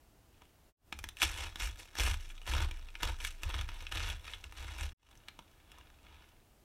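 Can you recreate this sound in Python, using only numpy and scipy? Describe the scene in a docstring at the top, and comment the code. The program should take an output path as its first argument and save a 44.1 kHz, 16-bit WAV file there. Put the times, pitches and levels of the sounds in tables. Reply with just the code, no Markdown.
"""A kitchen knife saws through the toasted crust of a cheese-filled loaf on a wooden board, close by.
First fingers rustle faintly on the loaf; the level dips briefly, then the edge ticks on the crust.
It breaks in and crunches through stroke after stroke: brittle cracks filtered by crust, loaf and
blade, while the board thuds as a set of damped modes driven by the load.
After a second brief dip the halves are drawn apart with a rustle and a few soft clicks."""
import sys
import numpy as np
from scipy import signal
from scipy.fft import rfft, irfft
from scipy.io import wavfile
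from scipy.ndimage import uniform_filter1d

SR = 44100
rng = np.random.default_rng(int(sys.argv[2]) if len(sys.argv) > 2 else 0)


def int16_out(signal):
    """Quantize to a 16-bit WAV file."""
    q = np.round(np.clip(np.atleast_2d(signal).T, -1, 1) * 32767)
    wavfile.write(sys.argv[1], SR, q.astype(np.int16))


N = 292824
TIME = np.arange(N) / SR
USUAL_CRUNCH_DB = -42  # an ordinary push
BITE_DB_PER_S = 617.5  # rise of every push and grip

# the blade stays in the loaf between pushes, dragging lightly: [start t/s, duration/s]
IN_LOAF = (1.4, 3.72)
DRAG_DB, DRAG_BODY_DB, DRAG_TREBLE_DB, DRAG_THUD_DB = -66, -3.5, -5.5, -67.5
SAG_DB_PER_S, RELEASE_DB_PER_S = 9, 275.5
# the board answers a little later and settles more slowly
THUD_LAG_S, THUD_RELEASE_DB_PER_S = 0.019, 181.5
# pushes of the knife: [full force at t/s, held/s, crunch level/dB, body re middle/dB,
# treble re middle/dB, thud level/dB], before the overall band balance
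STROKES = [(0.935, 0.13, -70, -15, 0, -50), (1.223, 0.01, -33.5, -7.5, -4, -36.5),
           (1.28, 0.13, -47, -6, -5, -47), (1.387, 0.064, -43.5, -3.5, -8, -45.5),
           (1.606, 0.048, -40.5, -7.5, -4.5, -36.5), (1.79, 0.023, -53, -5.5, -2.5, -66),
           (1.988, .11, -37, -6.5, -5, -32), (2.21, 0.1, -59, -17, -3.5, -70),
           (2.477, 0.042, -43, -3, -6, -35), (2.535, 0.1, -41.5, 0, -9, -32.5),
           (2.72, 0.1, -62.5, -5.5, -10, -51.5), (3.021, .07, -43, -0.5, -7.5, -36),
           (3.209, 0.018, -48.5, -6, -4, -46), (3.251, 0.021, -44, -17.5, -3.5, -51),
           (3.437, 0.004, -52, -0.5, -4, -33.5), (3.491, 0.01, -45, -1, -12, -44),
           (3.54, 0.06, -47, -1.5, -10.5, -36), (3.69, 0.15, -54.5, -4, -9.5, -50.5),
           (3.923, 0.19, -42.5, -4.5, -9.5, -38), (4.248, 0.1, -52, -6.5, -9, -52.5),
           (4.445, 0.013, -65.5, 0, -14, -48.5), (4.572, 0.24, -51, -3.5, -8.5, -44.5),
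           (4.795, 0.049, -46.5, -5, -6.5, -38)]


def effort():
    """Superposition of powers: pushes over a light drag, as gains of body, middle, treble and load."""
    drag_db = [DRAG_DB + DRAG_BODY_DB, DRAG_DB, DRAG_DB + DRAG_TREBLE_DB, DRAG_THUD_DB]
    start_s, duration_s = IN_LOAF
    in_loaf = (TIME > start_s) & (TIME < start_s + duration_s)
    power = np.outer(from_db(drag_db) ** 2, in_loaf)
    for s, held_s, db, body_db, treble_db, thud_db in STROKES:
        push = swell(s, held_s, SAG_DB_PER_S, RELEASE_DB_PER_S)
        power[:3] += np.outer(from_db([db + body_db, db, db + treble_db]), push) ** 2
        answer = swell(s + THUD_LAG_S, held_s, SAG_DB_PER_S, THUD_RELEASE_DB_PER_S)
        power[3] += (from_db(thud_db) * answer) ** 2
    return np.sqrt(power)


def sawing(full, crunch, bright):
    """Rate of brittle failure: a harder stroke breaks more cells per second; each band follows its gain."""
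    cracks_per_s = 3600 * np.sqrt(crunch / from_db(USUAL_CRUNCH_DB))
    grains = crumbling(cracks_per_s, spread_db=3.0, clump_db=3.0, own_db=4.5, wander_db=2.5)
    body, middle, treble = [evened(band, size=1800) for band in three_bands(grains, 1780, 4900)]
    return from_db(-3.5) * full * body + crunch * middle + from_db(-1.0) * bright * treble


# colour of breaking crust: [f/Hz, relative spectrum level/dB]
CRUST = [(80, -26.5), (130, -11.5), (190, 2.5), (280, -3.5), (420, -6), (760, -6), (920, -0.5),
         (1970, -4.5), (2700, -1), (3750, -3.5), (4700, -14), (5850, -9), (6730, -15), (8500, -15.5),
         (12000, -18.5), (16000, -27)]


def crumbling(per_s, spread_db, clump_db, own_db, wander_db):
    """Impulse excitation of resonators: clumped cracks ring in bands whose shares differ and wander."""
    clicks = cracks(per_s, spread_db, N) * from_db(clump_db * drift(61))
    out = 0.16 * clicks
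    for hz in np.geomspace(330, 13500, num=18):
        own_share = 1 + from_db(own_db) * rng.standard_normal(N)
        share = clicks * own_share * rng.choice([-1, 1])
        wander = from_db(wander_db * drift(18))
        out = out + resonance(share, hz, 0.31 * hz) * wander
    return through(out, response(CRUST))


# single clicks and cracks of the crust, loud and faint: edge ticks, fractures under the knife,
# handling clicks; before loaf and room act on them:
# [t/s, level/dB, flake f/Hz, body re middle/dB, treble re middle/dB]
SNAPS = [(0.419, -52.5, 1050, 1, -5), (0.925, -33, 2440, 0.5, -3), (0.989, -41, 2330, -2, 6),
         (1.04, -34.5, 1900, 0, 3.5), (1.088, -38, 3580, -16, 7.5), (1.169, -42.5, 2550, -21, 2),
         (1.218, -20.5, 2700, -10, -1), (1.226, -24, 3700, -17.5, 2), (1.23, -24, 1450, -3.5, 3),
         (1.235, -28, 3550, -19.5, 3.5), (1.557, -37, 3430, 0, 0.5), (1.609, -38.5, 2250, 1, -8),
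         (1.953, -40, 1760, -4, 0), (1.986, -32.5, 3420, 0, 7), (1.997, -27, 2480, -2, 1),
         (2.075, -34, 2670, 10, 4), (2.141, -36.5, 2350, -2, 0), (2.301, -46, 2400, -17, -8),
         (2.378, -51, 2490, -20, -10), (2.416, -50, 2797, -8, 1), (2.476, -37, 3440, 2, 2),
         (2.536, -31, 3300, 3.5, -1), (2.711, -40, 2280, -5, 0.5), (2.886, -47.5, 2560, -12, -23),
         (2.953, -37, 2380, -13, -16), (3.031, -27, 2900, -1, 0.5), (3.202, -40, 2640, -9.5, -11),
         (3.248, -31, 2250, -30, 1), (3.433, -33, 2700, -5, 3.5), (3.541, -33.5, 1170, -3, -14),
         (3.588, -38, 3250, -14, -2), (3.611, -37, 3380, -5, 0), (3.689, -39, 1880, -6, -6),
         (3.805, -43.5, 2650, -20, -9.5), (3.867, -36, 2630, -22, -18), (3.972, -32.5, 3300, -15, -9),
         (4.1, -33.5, 3260, -2, 1), (4.279, -41, 2380, -8, -14), (4.335, -36.5, 3600, -18, -16),
         (4.44, -40.5, 2500, -10, 0.5), (4.523, -46, 2370, -1.5, 0.5), (5.153, -58.5, 1865, -18, 4.5),
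         (5.174, -58.5, 6150, -10, 19), (5.284, -39.5, 2400, -12.5, -4), (5.39, -43.5, 1000, 3, -1.5),
         (5.717, -50, 2670, -10, 4), (5.784, -52.5, 1040, 4, 9), (6.144, -56.5, 2478, -4, 0)]


def single_snaps():
    """Sudden release of strain energy: single clicks and cracks of the crust, loud and faint."""
    return snaps(SNAPS, splinter_db=-20, splinter_t60=0.021, flake_db=4.5, flake_width=0.16)


# smaller chips: mean rate, level at an ordinary push, dB per dB of pressure, spread
CHIPS_PER_S, CHIP_DB, CHIP_FOLLOWS, CHIP_SPREAD_DB = 30, -45.5, 0.62, 3
# their colour, and how much it differs from chip to chip
CHIP_HZ, CHIP_SPREAD_OCTAVES, CHIP_BODY_DB = 2560, 0.44, -7
CHIP_TREBLE_DB, CHIP_COLOUR_SPREAD_DB = -3.5, 5.5


def chips(pressure, count=200):
    """Random fracture under load: small chips pop at chance times, louder as blade and fingers press."""
    size, pitch, body, treble = rng.standard_normal((count, 4)).T
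    s = np.cumsum(rng.uniform(.2, 1.8, count)) / CHIPS_PER_S
    push_db = 20 * np.log10(np.interp(s, TIME, pressure) + 1e-9) - USUAL_CRUNCH_DB
    level_db = CHIP_DB + CHIP_FOLLOWS * push_db + CHIP_SPREAD_DB * size
    flake_hz = CHIP_HZ * 2 ** np.clip(CHIP_SPREAD_OCTAVES * pitch, -2, 2)
    body_db = CHIP_BODY_DB + CHIP_COLOUR_SPREAD_DB * body
    treble_db = CHIP_TREBLE_DB + CHIP_COLOUR_SPREAD_DB * treble
    rows = np.column_stack([s, level_db, flake_hz, body_db, treble_db])
    return snaps(rows, splinter_db=-14.5, splinter_t60=0.012, flake_db=8, flake_width=0.065)


def snaps(rows, splinter_db, splinter_t60, flake_db, flake_width,
          creak_db=-42, creak_s=.004, yield_s=0.0008):
    """Brittle fracture: a creak, the break, a dying shower of splinters and a briefly ringing flake."""
    out, crust, lead = np.zeros(N + SR), response(CRUST), round(creak_s * SR)
    age = TIME[:len(crust)] - TIME[lead]
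    shower = from_db(np.where(age < 0, creak_db, splinter_db - 60 * age / splinter_t60))
    for s, level_db, flake_hz, body_db, treble_db in rows:
        burst = shower * rms_one(cracks(7000, 1.2, len(age)))
        burst[lead] = 1  # the break itself
        body, middle, treble = three_bands(through(burst, crust), 1300, 5500)
        burst = from_db(body_db) * body + middle + from_db(treble_db) * treble
        flake = resonance(burst, flake_hz, flake_width * flake_hz)
        burst = burst + from_db(flake_db) * flake
        # level is that of the loudest 2 ms
        peak = np.sqrt(uniform_filter1d(burst ** 2, size=88, mode="constant").max())
        start = np.clip(round((s + yield_s) * SR) - lead, 0, N)
        out[start:start + len(age)] += from_db(level_db) * burst / peak
    return out[:N]


# resonances of loaf, blade and board: [f/Hz, bandwidth/Hz, gain at resonance/dB]
BODY = [(294, 13, 7.5), (331.4, 40, 7.5), (944, 180, 3), (1335, 50, -2), (1471, 81, 5.5), (2430, 200, 1),
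        (2830, 54, -1.5), (3210, 72, -2.5), (3200, 54, 2.5), (3750, 70, 2), (4200, 75, 1), (6040, 140, 0),
        (7150, 28, 6.5)]


def body_resonances(crust):
    """Modal colouring: loaf, blade and board boost or cut narrow bands of the crust sound."""
    return crust + sum((from_db(db) - 1) * resonance(crust, hz, width) for hz, width, db in BODY)


# ringing modes of the steel blade: [f/Hz, relative level/dB, t60/s]
BLADE = [(3424, -1.5, 0.13), (5870, -18.5, 0.084), (7180, -20, 0.14), (8495, -10.5, 0.11),
         (11470, -20.5, 0.065)]


def blade(force, ring_db=-46, damped_s=0.92, damped_db=-12):
    """Free vibration: snaps set the steel modes ringing, more weakly from the first edge ticks on."""
    force, out = force * from_db(damped_db * (TIME > damped_s)), 0
    age = TIME[:SR // 4]
    for hz, db, t60 in BLADE:
        out = out + from_db(ring_db + db - 60 * age / t60) * np.sin(2 * np.pi * hz * age)
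    return through(force, out)


GRIP_RELEASE_DB_PER_S = 167
# fingers shifting the loaf: [full force at t/s, held/s, rustle level/dB]
GRIPS = [(0.35, .02, -74.5), (0.416, 0.006, -70), (5.05, 1.2, -73), (5.7, 0.11, -66.5), (6.05, 0.16, -66.5),
         (6.25, .08, -73.5)]


def grip_force():
    """Superposition of powers: the gains of all finger grips together."""
    power = 0
    for s, held_s, db in GRIPS:
        power = power + (from_db(db) * swell(s, held_s, 0, GRIP_RELEASE_DB_PER_S)) ** 2
    return np.sqrt(power)


def handling(grip):
    """Friction as a train of micro-impacts: crust rustles faintly under the fingers and on the wood."""
    rustle = butter(through(cracks(4000, 2.3, N), response(CRUST)), 4400, "low")
    return grip * rms_one(rustle)


def board(load, sway_db=5.5, sway_hz=26.81, sway_width_hz=0.9, steadied_s=3.8, steadied_db=-14):
    """Forced vibration of damped modes: the load shakes the board; the table under it sways on."""
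    push = butter(butter(rng.standard_normal(N), 83.3, "low", order=8), 30, "high")
    modes = resonance(push, 44, 26) + resonance(push, 66, 13) + resonance(push, 85.7, 5.3)
    shake = evened(0.72 * push + modes, size=1800)
    # the table is rocked less after the first, heavy strokes
    rocking = evened(butter(rng.standard_normal(N), [20, 34], "band"), size=6000)
    rocking = load * from_db(steadied_db * (TIME > steadied_s)) * rocking
    return load * shake + from_db(sway_db) * resonance(rocking, sway_hz, sway_width_hz)


def kitchen(x, near_db=-6.0, near_t60=0.027, room_db=-16, room_t60=0.23, wall_hz=7000):
    """Reverberation: quick reflections from board and worktop, then a longer, duller room tail."""
    age = TIME[:SR // 2]
    near = rng.standard_normal(len(age)) * from_db(-60 * age / near_t60) * (age > .001)
    tail = butter(rng.standard_normal(len(age)), wall_hz, "low")
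    tail = tail * from_db(-60 * age / room_t60) * (age > .006)
    # energies relative to the direct sound
    echoes = from_db(near_db) * near / np.linalg.norm(near)
    echoes = echoes + from_db(room_db) * tail / np.linalg.norm(tail)
    echoes[0] = 1  # direct sound
    return through(x, echoes / np.linalg.norm(echoes))


AIR_DB = -64  # rms
# quiet kitchen: [f/Hz, relative spectrum level/dB]
AIR = [(12, -34), (20, -1), (77, -1), (187, -14.5), (319, -12.5), (558, -19.5), (660, -16), (1120, -22.5),
       (2530, -28), (2750, -26), (3740, -30), (14700, -33), (16000, -34.5)]


def still_air():
    """Stationary random noise: white noise shaped to the spectrum of a quiet kitchen."""
    return from_db(AIR_DB) * rms_one(through(rng.standard_normal(N), response(AIR)))


def cracks(per_s, spread_db, size):
    """Random failure of brittle cell walls: many small clicks and a few large ones."""
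    sizes = from_db(spread_db * np.minimum(rng.exponential(1, size), 4.5))
    return sizes * rng.choice([-1, 1], size) * (rng.random(size) < per_s / SR)


def swell(start_s, held_s, sag_db_per_s, release_db_per_s):
    """Exponential growth and decay: gain of one push as it bites, sags while held and lets go."""
    age = TIME - start_s
    bite_db = BITE_DB_PER_S * np.clip(age, -1, 0)
    sag_db = sag_db_per_s * np.clip(age, 0, held_s)
    release_db = release_db_per_s * np.clip(age - held_s, 0, 1)
    return from_db(bite_db - sag_db - release_db)


def resonance(x, hz, width_hz):
    """Simple resonator: two poles set frequency and bandwidth, with about unit gain at the peak."""
    r = np.exp(-np.pi * width_hz / SR)
    zeros = np.array([1, 0, -1]) * (1 - r * r) / 2
    poles = [1, -2 * r * np.cos(2 * np.pi * hz / SR), r * r]
    return signal.lfilter(zeros, poles, x + 1e-18)


def response(spectrum, size=4096):
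    """Minimum phase by the folded cepstrum: causal impulse response of unit energy."""
    hz, db = np.transpose(spectrum)
    grid = np.maximum(np.fft.rfftfreq(size, 1 / SR), 1)
    cepstrum = irfft(np.log(from_db(np.interp(np.log(grid), np.log(hz), db))))
    cepstrum[size // 2:] = cepstrum[0] = 0
    h = irfft(np.exp(rfft(2 * cepstrum)))
    return h / np.linalg.norm(h)


def through(x, h):
    """Linear system: convolution with an impulse response."""
    return signal.fftconvolve(x, h)[:len(x)]


def butter(x, hz, kind, order=2):
    """Butterworth filter: maximally flat passband."""
    return signal.sosfilt(signal.butter(order, hz, kind, fs=SR, output="sos"), x + 1e-18)


def three_bands(x, low_hz, high_hz):
    """Band analysis: body, middle and treble."""
    body = butter(x, low_hz, "low", order=3)
    middle = butter(x, [low_hz, high_hz], "band", order=3)
    return body, middle, butter(x, high_hz, "high", order=3)


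def drift(hz):
    """Low-passed noise: slow chance with a spread of about one."""
    return rms_one(butter(rng.standard_normal(N + SR), hz, "low")[SR:])


def evened(x, size):
    """Level equalisation: hold the short-time rms at one."""
    return x / np.sqrt(np.abs(uniform_filter1d(x ** 2, size=size)) + 1e-12)


def rms_one(x):
    """Normalisation to unit rms."""
    return x / np.sqrt(np.mean(x ** 2) + 1e-20)


def from_db(db):
    """Decibel law: amplitude ratio of a level."""
    return 10 ** (np.asarray(db) / 20)


def scene(grip_thud_db=4.5):
    """Superposition: crust and blade in the kitchen, over the thudding board and the still air."""
    full, crunch, bright, load = effort()
    grip = grip_force()
    air = still_air()
    thuds = board(load + from_db(grip_thud_db) * grip)
    grains = sawing(full, crunch, bright) + handling(grip)
    breaks = single_snaps()
    crust = body_resonances(grains + breaks + chips(crunch + grip))
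    return (kitchen(crust + blade(breaks)) + thuds + air)[None]


CUTOFF_HZ = 15850
# two brief dips in level: [lowest from t/s, fade-out/s, reopens at t/s, fade-in/s]
FADES = [(0.735, 0.041, 0.756, 0.13), (4.934, 0.0059, 4.955, 0.18)]


def record(dry, closed_db=-50):
    """Amplitude modulation and band limiting: the level dips twice; a steep low-pass cuts the top."""
    for silent_s, out_s, reopen_s, in_s in FADES:
        opening = np.maximum((silent_s - TIME) / out_s, (TIME - reopen_s) / in_s)
        opening = np.clip(opening, 0, 1)
        dry = dry * np.maximum(opening ** 2, from_db(closed_db))
    return signal.sosfilt(signal.ellip(10, .2, 70, CUTOFF_HZ, fs=SR, output="sos"), dry)


dry = scene()
out = record(dry)
int16_out(out)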